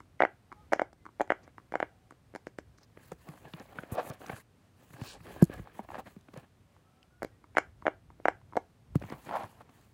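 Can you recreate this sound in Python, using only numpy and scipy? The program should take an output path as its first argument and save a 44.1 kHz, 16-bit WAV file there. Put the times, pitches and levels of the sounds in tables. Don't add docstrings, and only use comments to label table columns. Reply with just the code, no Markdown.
import sys
import numpy as np
from scipy import signal
from scipy.fft import rfft, irfft, next_fast_len
from scipy.io import wavfile

SR = 44100
rng = np.random.default_rng(int(sys.argv[2]) if len(sys.argv) > 2 else 0)


def makeup_ratio(level_db):
    decades = np.asarray(level_db, float) / 20
    return 10 ** decades


def master(y):
    cut = np.clip(np.atleast_2d(y).T, -1, 1)
    pcm = np.round(cut * 32767)
    wavfile.write(sys.argv[1], SR, pcm.astype(np.int16))


N = 437913


def rms_one(x):
    return x / np.sqrt(np.mean(x ** 2) + 1e-20)


def band(x, low_hz, high_hz, order=2):
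    sos = signal.butter(order, [low_hz, min(high_hz, .45 * SR)], "band", fs=SR, output="sos")
    return signal.sosfilt(sos, x)


def coloured(spectrum):
    size = next_fast_len(N)
    hz, level_db = np.transpose(spectrum)
    grid_hz = np.maximum(np.fft.rfftfreq(size, 1 / SR), 1)
    gain = makeup_ratio(np.interp(np.log(grid_hz), np.log(hz), level_db))
    return rms_one(irfft(rfft(rng.standard_normal(size)) * gain)[:N])


def drift(rate):
    knots = rng.standard_normal(4000)
    return rms_one(np.interp(np.arange(N) / SR * rate, np.arange(4000), knots))


def in_time(rows):
    return makeup_ratio(np.interp(np.arange(N) / SR, *np.transpose(rows)))


def swell(t, rise_s):
    u = np.maximum(t, 0) / rise_s
    return (u * np.exp(1 - u)) ** 2


def add(out, s, sound, lead_s=0):
    at = round((s - lead_s) * SR)
    sound = sound[max(-at, 0):N - at]
    out[max(at, 0):max(at, 0) + len(sound)] += sound


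def strokes(rows):
    ms = np.arange(N // 20 + 1) * 20000 / SR
    power = np.zeros(len(ms))
    for s, db, rise_ms, fall_ms in rows:
        late_ms = ms - 1000 * s
        power += makeup_ratio(2 * db - 20 * (late_ms / np.where(late_ms < 0, rise_ms, fall_ms)) ** 2)
    return np.interp(np.arange(N) / 20, np.arange(len(power)), np.sqrt(power))


def flicked(rows):
    return [(s, db, 5, 16) for s, db in rows]


def grains(per_s, spread_db):
    sizes = makeup_ratio(spread_db * np.minimum(rng.exponential(1, N), 4)) * rng.choice([-1, 1], N)
    return sizes * (rng.random(N) < per_s / SR)


def snap_of_rim(t, hz, noise):
    turn = 2 * np.pi * hz * t
    snap = 0.73 * np.exp(-(t / 0.00032) ** 2) * np.cos(2 * np.pi * hz * (t - 90 * t ** 2))
    snap += 0.25 * swell(t + 0.001, 0.001) * np.cos(0.94 * turn)
    snap += 0.009 * swell(t, 0.005) * np.sin(1.4 * turn)
    snap += np.exp(-(t / 0.00081) ** 2) * (0.03 * np.sin(1.97 * turn) + 0.0056 * np.sin(3.8 * turn))
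    snap += 0.15 * np.exp(np.minimum(t, 0) / 0.0035) * (t < 0) * band(noise, 2100, 2800)
    return band(snap, 430, 12000)


def ring_of_wall(t, noise):
    wall_hz = 2123
    struck_hz = wall_hz * makeup_ratio(0.51 * rng.standard_normal())
    ring = swell(t + .0004, 0.0016) * np.cos(2 * np.pi * struck_hz * t)
    hum = rms_one(band(noise, .9 * wall_hz, 1.1 * wall_hz))
    return ring + 0.12 * np.exp(-np.abs(t) / 0.006) * hum


def crack_of_skin(t, crack_db):
    top_hz = 7500 * makeup_ratio(.15 * max(crack_db + 20, 0))
    patch_hz = 4700 * makeup_ratio(2.0 * rng.standard_normal())
    crack = np.exp(-(t / 0.001) ** 2) * band(rng.standard_normal(len(t)), 1600, top_hz)
    patch = band(rng.standard_normal(len(t)), 0.8 * patch_hz, 1.25 * patch_hz)
    return crack + 0.9 * np.exp(-(t / 0.0022) ** 2) * patch


# time in seconds, dome level in dB, dome pitch in Hz,
# snap level and skin crack level in dB against the dome.
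FIRST_POPS = [(0.205, -11.5, 677, -1.5, -30), (0.216, -23.5, 606, -1.5, -32.5),
              (0.2216, -12, 700, 1.5, -39.5), (0.2356, -10.5, 660, -17.5, -34.5),
              (0.2513, -18, 680, 3.5, -26), (0.7218, -23.5, 654, -6.5, -30.5),
              (0.725, -17, 695, -10.5, -20.5), (0.7289, -34.5, 690, -21.5, -1.5),
              (0.734, -11, 655, -1, -14), (0.7608, -33, 540, -13.5, -14.5), (0.7959, -18.5, 680, 2, -21),
              (0.818, -14, 644, -9.5, -20), (1.1986, -22.5, 680, -18, -22.5), (1.2077, -13.5, 648, -8, -33),
              (1.2147, -16.5, 746, -12, -12.5), (1.3041, -13.5, 640, 0.5, -23),
              (1.3203, -18.5, 630, 3.5, -21.5), (1.7229, -32.5, 472, 0, -11),
              (1.7398, -21.5, 770, -10.5, -37), (1.7554, -18, 643, -0.5, -20), (1.8026, -21, 700, 0.5, -18),
              (1.828, -17.5, 625, -0.5, -24)]
LAST_POPS = [(7.2218, -26.5, 641, -6, -22), (7.2308, -25, 497, -3, -10.5), (7.2478, -25.5, 480, -10, -8.5),
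             (7.5706, -15.5, 657, 6.5, -17.5), (7.5838, -14.5, 668, 5.5, -8.5),
             (7.8548, -25, 680, -27, -26), (7.8613, -30, 740, -2, -36), (7.8674, -15, 628, 1.5, -31),
             (7.8806, -14.5, 630, -3, -46), (8.2556, -12.5, 654, -0.5, -25), (8.284, -11, 717, 0, -17),
             (8.5563, -28.5, 632, -15.5, -20), (8.5686, -18, 590, -9, -12), (8.5728, -12, 680, -18, -32)]
# time in seconds, dome level in dB, dome pitch in Hz, skin crack level in dB against the dome.
TOUCHES = [(0.004, -40, 1050, -10.5), (0.5179, -37.5, 1140, -22), (0.526, -35.5, 1050, -13),
           (0.93, -50, 720, -4), (1.0545, -40.5, 1120, -12), (1.064, -35, 1090, -17),
           (1.0897, -45, 1070, -37), (1.277, -46, 780, -7), (1.478, -45.5, 605, -6),
           (1.5818, -36, 1050, -13), (1.6, -53, 1166, -17), (2.1086, -42, 1070, -5.5),
           (2.123, -48, 497, -10), (2.3392, -41, 483, -27), (2.3515, -31.5, 456, -8),
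           (2.3606, -32, 790, -5.5), (2.4699, -29.5, 473, -11), (2.587, -29, 450, -7.5),
           (2.785, -56, 1115, 6), (3.7868, -28, 1480, -39), (5.793, -27, 790, -46),
           (7.4416, -45, 1047, -15), (7.5517, -38.5, 830, -14.5), (7.8235, -39.5, 1050, -24),
           (8.103, -44.5, 977, -21), (8.2006, -40.5, 510, -35.5), (8.5246, -42, 1050, -30),
           (8.5339, -37.5, 1010, -20)]
# time in seconds, level in dB against the dome.
WALL_LEVEL = [(0.21, -14), (0.25, -12), (0.73, -19.5), (0.81, -20), (1.21, -23), (1.31, -13), (1.74, -21),
              (1.82, -22.5), (2.5, -30), (7.23, -22), (7.57, -12), (7.87, -24), (8.27, -27), (8.57, -29)]


def pops():
    lead_s = .012
    out, t = np.zeros(N), np.arange(1300) / SR - lead_s
    touches = [(s, db, hz, 1.5 + 0.41 * crack_db, crack_db) for s, db, hz, crack_db in TOUCHES]
    for s, dome_db, dome_hz, snap_db, crack_db in sorted(FIRST_POPS + LAST_POPS + touches):
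        rim_noise, air_noise = rng.standard_normal((2, len(t)))
        pop = swell(t + .0006, 0.0012) * np.cos(2 * np.pi * dome_hz * (t - .0014))
        pop += 0.073 * swell(t, 0.0038) * rms_one(band(air_noise, 0.8 * dome_hz, 1.3 * dome_hz))
        pop += makeup_ratio(np.interp(s, *np.transpose(WALL_LEVEL))) * ring_of_wall(t, rim_noise)
        snap_hz = 1600 * makeup_ratio(.5 * rng.standard_normal())
        pop += makeup_ratio(snap_db + 2.0) * snap_of_rim(t, snap_hz, rim_noise)
        thud_db = -18 - 0.38 * dome_db
        thud = swell(t + 0.00037, 0.002) * np.cos(2 * np.pi * 300 * (t - .0022))
        pop += makeup_ratio(thud_db - 5.5) * thud
        pop += makeup_ratio(crack_db - 9.5) * crack_of_skin(t, crack_db)
        add(out, s, makeup_ratio(dome_db) * pop, lead_s)
    dipped = signal.lfilter(*signal.iirnotch(2564, 6.5, SR), out)
    return (out + 2 * dipped) / 3


# pitch in Hz, width in Hz, level in dB,
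# time to fall by 60 dB in seconds.
MAT_RING = [(620, 590, -4.5, 0.14), (1050, 440, 1.5, 0.12), (1500, 560, -1.5, .18), (2000, 500, -3.5, 0.16),
            (2900, 1300, -2.5, .13)]


def ringing(x):
    t = np.arange(SR // 4) / SR
    noise = rng.standard_normal(len(t))
    modes = 0
    for hz, width, db, t60 in MAT_RING:
        modes = modes + makeup_ratio(db - 60 * t / t60) * rms_one(band(noise, hz - width / 2, hz + width / 2))
    return makeup_ratio(-55.5) * signal.fftconvolve(x, (1 - np.exp(-t / 0.0022)) * modes)[:N]


# time of the top in seconds, level in dB,
# rise in ms, fall in ms.
DRAGS = [(1.465, -65, 63, 35), (2.815, -67, 7.9, 27), (2.975, -68.5, 15, 150), (3.291, -59, 37, 100),
         (3.58, -57.5, 36, 74), (3.82, -54.5, 130, 100), (3.919, -51, 15, 92), (4.105, -48, 82, 51),
         (4.22, -58, 21, 75), (4.322, -52, 92, 41), (4.811, -68.5, 47, 65), (5.051, -57, 110, 54),
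         (5.375, -50, 34, 76), (5.591, -55.5, 68, 14), (5.775, -62, 200, 63), (5.982, -48.5, 65, 30),
         (6.372, -54, 12.5, 40), (9.097, -57.5, 100, 114), (9.14, -59, 42, 30), (9.185, -60, 12, 9.6),
         (9.303, -39, 35, 54), (9.7, -69.5, 760, 130)]
# time of the top in seconds, level in dB,
# half length in ms.
JERKS = [(3.119, -59, 9.2), (3.464, -59.5, 51), (3.611, -55, 19), (3.995, -31.5, 18.6), (4.302, -39, 5.2),
         (4.376, -54, 17), (5.145, -57.5, 40), (5.289, -47.5, 42), (5.424, -35, 7.8), (5.531, -46, 26),
         (5.844, -59.5, 16), (5.952, -47, 18), (5.972, -57, 11), (5.997, -48, 12), (6.073, -50, 12.7),
         (6.11, -64.5, 13), (6.34, -55, 4.4), (6.44, -59, 11.3), (8.956, -42, 5.3), (9.129, -43.5, 14.5),
         (9.34, -31, 11), (9.361, -29, 18), (9.408, -39.5, 42), (9.613, -52, 9.3)]


def pull():
    long = strokes(DRAGS) * makeup_ratio(3 * drift(100))
    jerks = strokes([(s, db, ms, ms) for s, db, ms in JERKS])
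    return np.hypot(long, jerks)


# pitch in Hz, width in Hz, level in dB.
MAT = [(327, 640, -3), (680, 465, 26), (1050, 210, 13.5), (1660, 130, 15.5), (2200, 670, 8.5)]


def mat_body(slips, pitch, dull_db):
    body = 0
    for hz, width, db in MAT:
        octaves_up = max(np.log2(hz / MAT[1][0]), 0)
        ring = rms_one(band(slips, pitch * hz - width / 2, pitch * hz + width / 2))
        body = body + makeup_ratio(db + 3.5 * drift(25) + dull_db * octaves_up) * ring
    return body


def drag(force):
    slips = grains(per_s=4000, spread_db=3)
    slack = mat_body(slips, 1, 0)
    taut = mat_body(slips, 1.21, -14)
    body = np.where(np.arange(N) < 8 * SR, slack, taut)
    rasp = grains(per_s=2000, spread_db=4)
    snags = band(grains(per_s=250, spread_db=3), 500, 3500, order=3)
    edges_hz = np.geomspace(400, 4400, 9)
    scratch = 0
    for low, high in zip(edges_hz, edges_hz[1:]):
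        level_db = 2.5 * drift(45) - 14 * max(np.log2(high / 2400), 0)
        scratch = scratch + makeup_ratio(level_db) * band(rasp, low, high, order=3)
    scratch = rms_one(scratch) + rms_one(snags) / 2
    return force * rms_one(body) + makeup_ratio(-57.0) * np.tanh(force / makeup_ratio(-49.5)) * scratch


# time in seconds, peak level in dB, pitch in Hz.
CATCHES = [(3.118, -25, 483), (3.269, -47, 546), (3.337, -39, 783), (3.376, -43, 1090), (3.452, -37, 785),
           (3.572, -43.5, 797), (3.612, -46, 563), (3.655, -44, 600), (3.721, -51, 720), (3.983, -20, 730),
           (4.073, -33, 850), (4.122, -32, 593), (4.217, -37, 1500), (4.244, -38, 770), (4.261, -32, 1380),
           (4.283, -35, 1370), (4.364, -32, 1500), (4.906, -52, 1200), (4.932, -48, 500),
           (4.967, -39, 1630), (5.256, -41, 504), (5.279, -46, 490), (5.306, -33, 560), (5.361, -32, 596),
           (5.515, -43, 695), (5.542, -35, 714), (5.658, -44, 507), (5.672, -34.5, 770), (5.848, -40, 670),
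           (5.888, -33.5, 720), (5.903, -26, 830), (5.917, -30, 870), (5.944, -25.5, 974),
           (5.953, -25, 716), (5.984, -31, 730), (6.067, -48, 633), (6.285, -40.5, 625), (6.363, -34, 540),
           (6.764, -48.5, 894), (8.414, -45.5, 980), (9.014, -31, 560), (9.038, -35, 560),
           (9.087, -36, 676), (9.267, -43, 520), (9.291, -27, 784), (9.31, -23.5, 880), (9.331, -30, 726),
           (9.355, -29, 1040), (9.367, -22, 840), (9.433, -32, 1020), (9.441, -30, 1030), (9.61, -39, 950),
           (9.693, -44, 756)]


def catches():
    out, t = np.zeros(N), np.arange(700) / SR
    for s, peak_db, hz in CATCHES:
        grit = rms_one(band(rng.standard_normal(len(t)), 0.67 * hz, 1.68 * hz))
        ring = np.sin(2 * np.pi * hz * t) + 0.53 * grit
        add(out, s, makeup_ratio(peak_db - 9) * swell(t, 1.37 / hz) * ring)
    return out


# time in seconds, peak level in dB, final pitch in Hz,
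# swing time in ms, tap level in dB against the peak.
KNOCKS = [(2.971, -28.5, 184, 1.18, -14.5), (3.1155, -40, 162, 16, -9), (3.285, -37.5, 153, 18, -0.5),
          (3.785, -34, 163, 6.7, 1.5), (3.832, -29.5, 283, 2.6, -10), (3.918, -27, 106, 10.7, -38),
          (4.098, -34, 124, 12.4, -32), (4.294, -33, 160, 8.2, 6.5), (4.328, -36, 113, 14, 0.5),
          (5.013, -29, 114, 13, -6), (5.421, -5, 165, 12.1, -52), (5.495, -24.5, 189, 2.4, -21),
          (5.592, -33.5, 163, 11.3, -5.5), (5.789, -37, 204, 16, -15), (6.162, -40, 188, 11.3, -13),
          (6.37, -36.5, 140, 12, -21), (8.953, -13.5, 136, 10.3, -19.5), (9.02, -29.5, 143, 2.8, -6.5),
          (9.05, -38, 99.6, 10, -7), (9.12, -22.5, 160, 2.2, -13.5)]
# time in seconds, peak level in dB, final pitch in Hz.
NUDGES = [(3.45, -46, 145), (3.535, -36.5, 156), (3.598, -41, 244), (4.903, -50, 141), (4.936, -45, 126),
          (5.203, -48.5, 152), (5.886, -44, 302), (5.901, -54, 302), (5.979, -38, 218), (6.057, -53, 188),
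          (6.283, -47, 263), (6.335, -44.5, 197), (9.035, -38, 148), (9.1, -39.5, 247), (9.134, -43, 135),
          (9.434, -43, 105), (9.69, -54, 258)]


def bumps():
    out, t = np.zeros(N), np.arange(2000) / SR
    nudges = [(s, db, hz, 1000 * 2.5 / hz, 1.5) for s, db, hz in NUDGES]
    for s, peak_db, end_hz, swing_ms, tap_db in KNOCKS + nudges:
        turns = end_hz * t + 0.44 * (1 - np.exp(-t / 0.001))
        push = (1 - np.exp(-t / .0007)) * np.exp(-(1000 * t / swing_ms) ** 2)
        swing = -push * np.sin(2 * np.pi * turns)
        swing -= 0.13 * swell(t, 0.00064 * swing_ms) * np.cos(2 * 2 * np.pi * turns)
        tap_turns = 800 * t + 1.21 * (1 - np.exp(-t / 0.0015))
        tap = .6 * swell(t, 0.00081) * np.sin(2 * np.pi * tap_turns)
        rough = band(rng.standard_normal(len(t)), 500, 2500, order=4)
        tap += 1.5 * swell(t, .0025) * rough
        add(out, s + 0.00334, makeup_ratio(peak_db) * swing)
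        add(out, s + 0.000834, makeup_ratio(peak_db + tap_db - 3.5) * tap)
    return out


# time in seconds, peak level
# in dB, lowest Hz, highest Hz.
TICKS = [(0.221, -35.5, 3400, 3960), (7.8187, -58, 700, 3500), (0.931, -54, 2500, 6100),
         (2.788, -69, 4200, 6400), (2.832, -50.5, 4300, 5900), (3.1175, -43, 4240, 8400),
         (3.5361, -34.5, 2200, 3600), (3.5968, -44, 4100, 6900), (3.9504, -42.5, 3800, 11000),
         (4.099, -38.5, 4000, 9200), (4.136, -50, 2970, 7000), (4.264, -39, 2600, 6900),
         (4.283, -47, 2000, 8000), (3.131, -58, 5060, 11000), (3.288, -46, 1500, 9000),
         (3.403, -58, 6500, 10500), (3.661, -57, 2000, 6000), (4.9325, -48, 1500, 15030),
         (4.968, -62, 6000, 14000), (5.012, -47, 1000, 8000), (5.4213, -35, 3990, 15000),
         (5.4254, -27, 5470, 15000), (5.441, -31, 4500, 14000), (5.451, -42.5, 4500, 14000),
         (5.538, -42, 3000, 11900), (5.641, -60, 2600, 6000), (6.163, -65, 2000, 8900),
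         (6.189, -63, 1000, 8000), (6.21, -55, 1000, 9000), (6.287, -55, 1000, 2980),
         (6.339, -49, 1500, 6000), (6.374, -45.5, 2600, 11000), (7.029, -48.5, 2300, 4600),
         (7.23, -40.5, 5060, 15400), (7.246, -45, 4040, 15500), (8.955, -38, 2600, 15600),
         (8.998, -53, 2000, 11000), (9.051, -55, 1000, 10000), (9.181, -58, 2000, 10000),
         (9.022, -54, 2600, 6000), (9.099, -43, 2800, 6400), (9.1227, -45, 2600, 11000),
         (9.266, -55, 2600, 7000), (9.434, -48, 3500, 9100), (9.694, -56, 2600, 6000)]


def ticks():
    out, t = np.zeros(N), np.arange(200) / SR
    for s, peak_db, low_hz, high_hz in TICKS:
        burst = rms_one(band(rng.standard_normal(len(t)), low_hz, high_hz))
        add(out, s, 0.42 * makeup_ratio(peak_db) * swell(t, 0.0011) * burst)
    return out


# frequency in Hz, level in dB per Hz.
CLOTH = [(880, 1), (1500, 8), (6120, -6), (8660, -6.5), (10200, -5.5), (15100, -6), (16000, -2)]
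# time of the top in seconds,
# level in dB, rise in ms, fall in ms.
BRUSHES = [(3.081, -57.5, 91, 49), (3.283, -59.5, 116, 260), (3.592, -61, 190, 330),
           (3.787, -60.5, 25, 120), (3.993, -59, 82, 150), (4.099, -56.5, 66, 11), (4.37, -53.5, 150, 30),
           (4.837, -62, 63, 210), (5.045, -58, 30, 40), (5.102, -48, 120, 37), (5.268, -56.5, 72, 290),
           (5.531, -58, 28, 145), (5.787, -54, 42, 21), (5.952, -58.5, 81, 57), (6.068, -60, 26, 100),
           (6.368, -62.5, 53, 67), (9.025, -61.5, 33, 380), (9.429, -55.5, 290, 87), (9.58, -67, 83, 43),
           (9.8, -64.5, 100, 165), (4.97, -62, 88, 60), (4.22, -53.5, 24, 48)]
# time of the top in seconds, level in dB.
FLICKS = [(2.832, -60), (3.122, -54), (3.928, -56), (3.941, -55), (4.135, -53.5), (4.402, -50.5),
          (4.938, -56), (5.434, -61), (5.835, -63), (5.988, -48.5), (6.338, -56), (8.956, -53),
          (9.358, -46.5), (9.61, -64)]
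# time of the top in seconds, level in dB.
SCUFFS = [(1.435, -69), (2.47, -69), (2.588, -67), (2.78, -68.5), (2.812, -72), (2.834, -68)]
# time of the top in seconds, level in dB, rise in ms,
# fall in ms, lowest Hz.
SWISHES = [(3.921, -49, 4.7, 27, 8000), (4.092, -54, 62, 12, 7000), (4.375, -62.5, 22, 27, 3950),
           (5.1, -51.5, 77, 52, 2720)]


def cloth():
    hiss = coloured(CLOTH)
    patchy = makeup_ratio(1.5 * drift(25)) * band(hiss, 11500, 24000)
    for low_hz in (900, 1440, 2300, 3700, 5900, 8200):
        patchy += makeup_ratio(1.3 * drift(40)) * band(hiss, low_hz, 1.6 * low_hz)
    crackle = rms_one(band(grains(per_s=400, spread_db=2.5), 3000, 15000, order=1))
    scuff = strokes(flicked(SCUFFS)) * rms_one(band(hiss, 4400, 6800))
    for s, db, rise_ms, fall_ms, low_hz in SWISHES:
        wipe = rms_one(band(hiss + .3 * crackle, low_hz, 3.3 * low_hz))
        scuff += strokes([(s, db, rise_ms, fall_ms)]) * wipe
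    waver = makeup_ratio(1.2 * drift(140) + 1.5 * drift(35))
    return strokes(BRUSHES + flicked(FLICKS)) * waver * (patchy + 0.15 * crackle) + scuff


# time in seconds, level in dB.
SWAY = [(0.0, -64.5), (2.79, -65.5), (2.96, -62), (4.23, -65), (4.67, -77), (5.5, -51.5), (5.67, -60.5),
        (6.47, -69.5), (7.22, -70), (7.96, -58), (8.77, -65.5), (8.96, -50.5), (9.1, -62), (9.71, -76),
        (9.93, -63)]


def grip(force):
    lumps = rms_one(makeup_ratio(2.7 * drift(40)) * band(rng.standard_normal(N), 120, 420))
    sway = rms_one(makeup_ratio(2.4 * drift(10)) * band(rng.standard_normal(N), 46, 130))
    return makeup_ratio(-50.0) * np.tanh(force / makeup_ratio(-49.5)) * lumps + in_time(SWAY) * sway


# band in Hz, time to fall by 60 dB in seconds, level in dB.
ROOM = [(296, 0.18, -16), (700, 0.21, -21.5), (1270, 0.21, -20.5), (2533, 0.19, -15.5), (5040, 0.15, -11.5),
        (10030, .12, -32.5)]


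def room(x):
    t = np.arange(SR // 2) / SR
    noise = rng.standard_normal(len(t))
    onset = 1 - np.exp(-t / 0.00076)
    tail = sum(makeup_ratio(db - 60 * t / t60) * band(noise, hz / 1.1, hz * 1.5) for hz, t60, db in ROOM)
    return signal.fftconvolve(x, onset * tail)[:N]


# frequency in Hz, level in dB per Hz.
FLOOR = [(53, -26.5), (90, -6), (201, -15.5), (249, -14), (323, -19.5), (753, -24.5), (896, -27.5),
         (1040, -27), (1240, -28.5), (16000, -48.5)]
# time of the middle in seconds, length in seconds,
# pitch in Hz, level in dB.
HUMS = [(.57, .07, 840, -73), (.6, .05, 1250, -75), (1.02, .04, 2050, -84), (1.98, .13, 750, -78),
        (6.97, .1, 750, -81), (6.9, .07, 1290, -80), (7.02, .05, 1330, -80), (7.13, .03, 1450, -77),
        (7.19, .025, 1450, -79), (7.35, .05, 1900, -85)]


def floor():
    t = np.arange(N) / SR
    out = makeup_ratio(-65.5 + 0.91 * drift(12)) * coloured(FLOOR)
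    for s, length, hz, db in HUMS:
        gain = makeup_ratio(db + 5.5 + 2.5 * drift(40)) * np.exp(-((t - s) / length) ** 4)
        out += gain * np.sin(2 * np.pi * hz * t + 1.2 * drift(60))
    return out + makeup_ratio(-92) * rms_one(band(rng.standard_normal(N), 7900, 9500))


def scene():
    force, popped = pull(), pops()
    mat = popped + drag(force) + catches()
    heard = mat + ringing(popped) + makeup_ratio(-23.0) * room(mat)
    touching = bumps() + ticks() + cloth() + grip(force)
    return (heard + touching + floor())[None]


def low_pass(x):
    return signal.sosfilt(signal.butter(12, 16480, fs=SR, output="sos"), x)


def record(dry):
    low_cut = signal.butter(4, 36, "high", fs=SR, output="sos")
    high_cut = signal.cheby2(12, 50, 16400, fs=SR, output="sos")
    mix = signal.sosfilt(high_cut, signal.sosfilt(low_cut, dry))
    return low_pass(mix)


dry = scene()
out = record(dry)
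master(out)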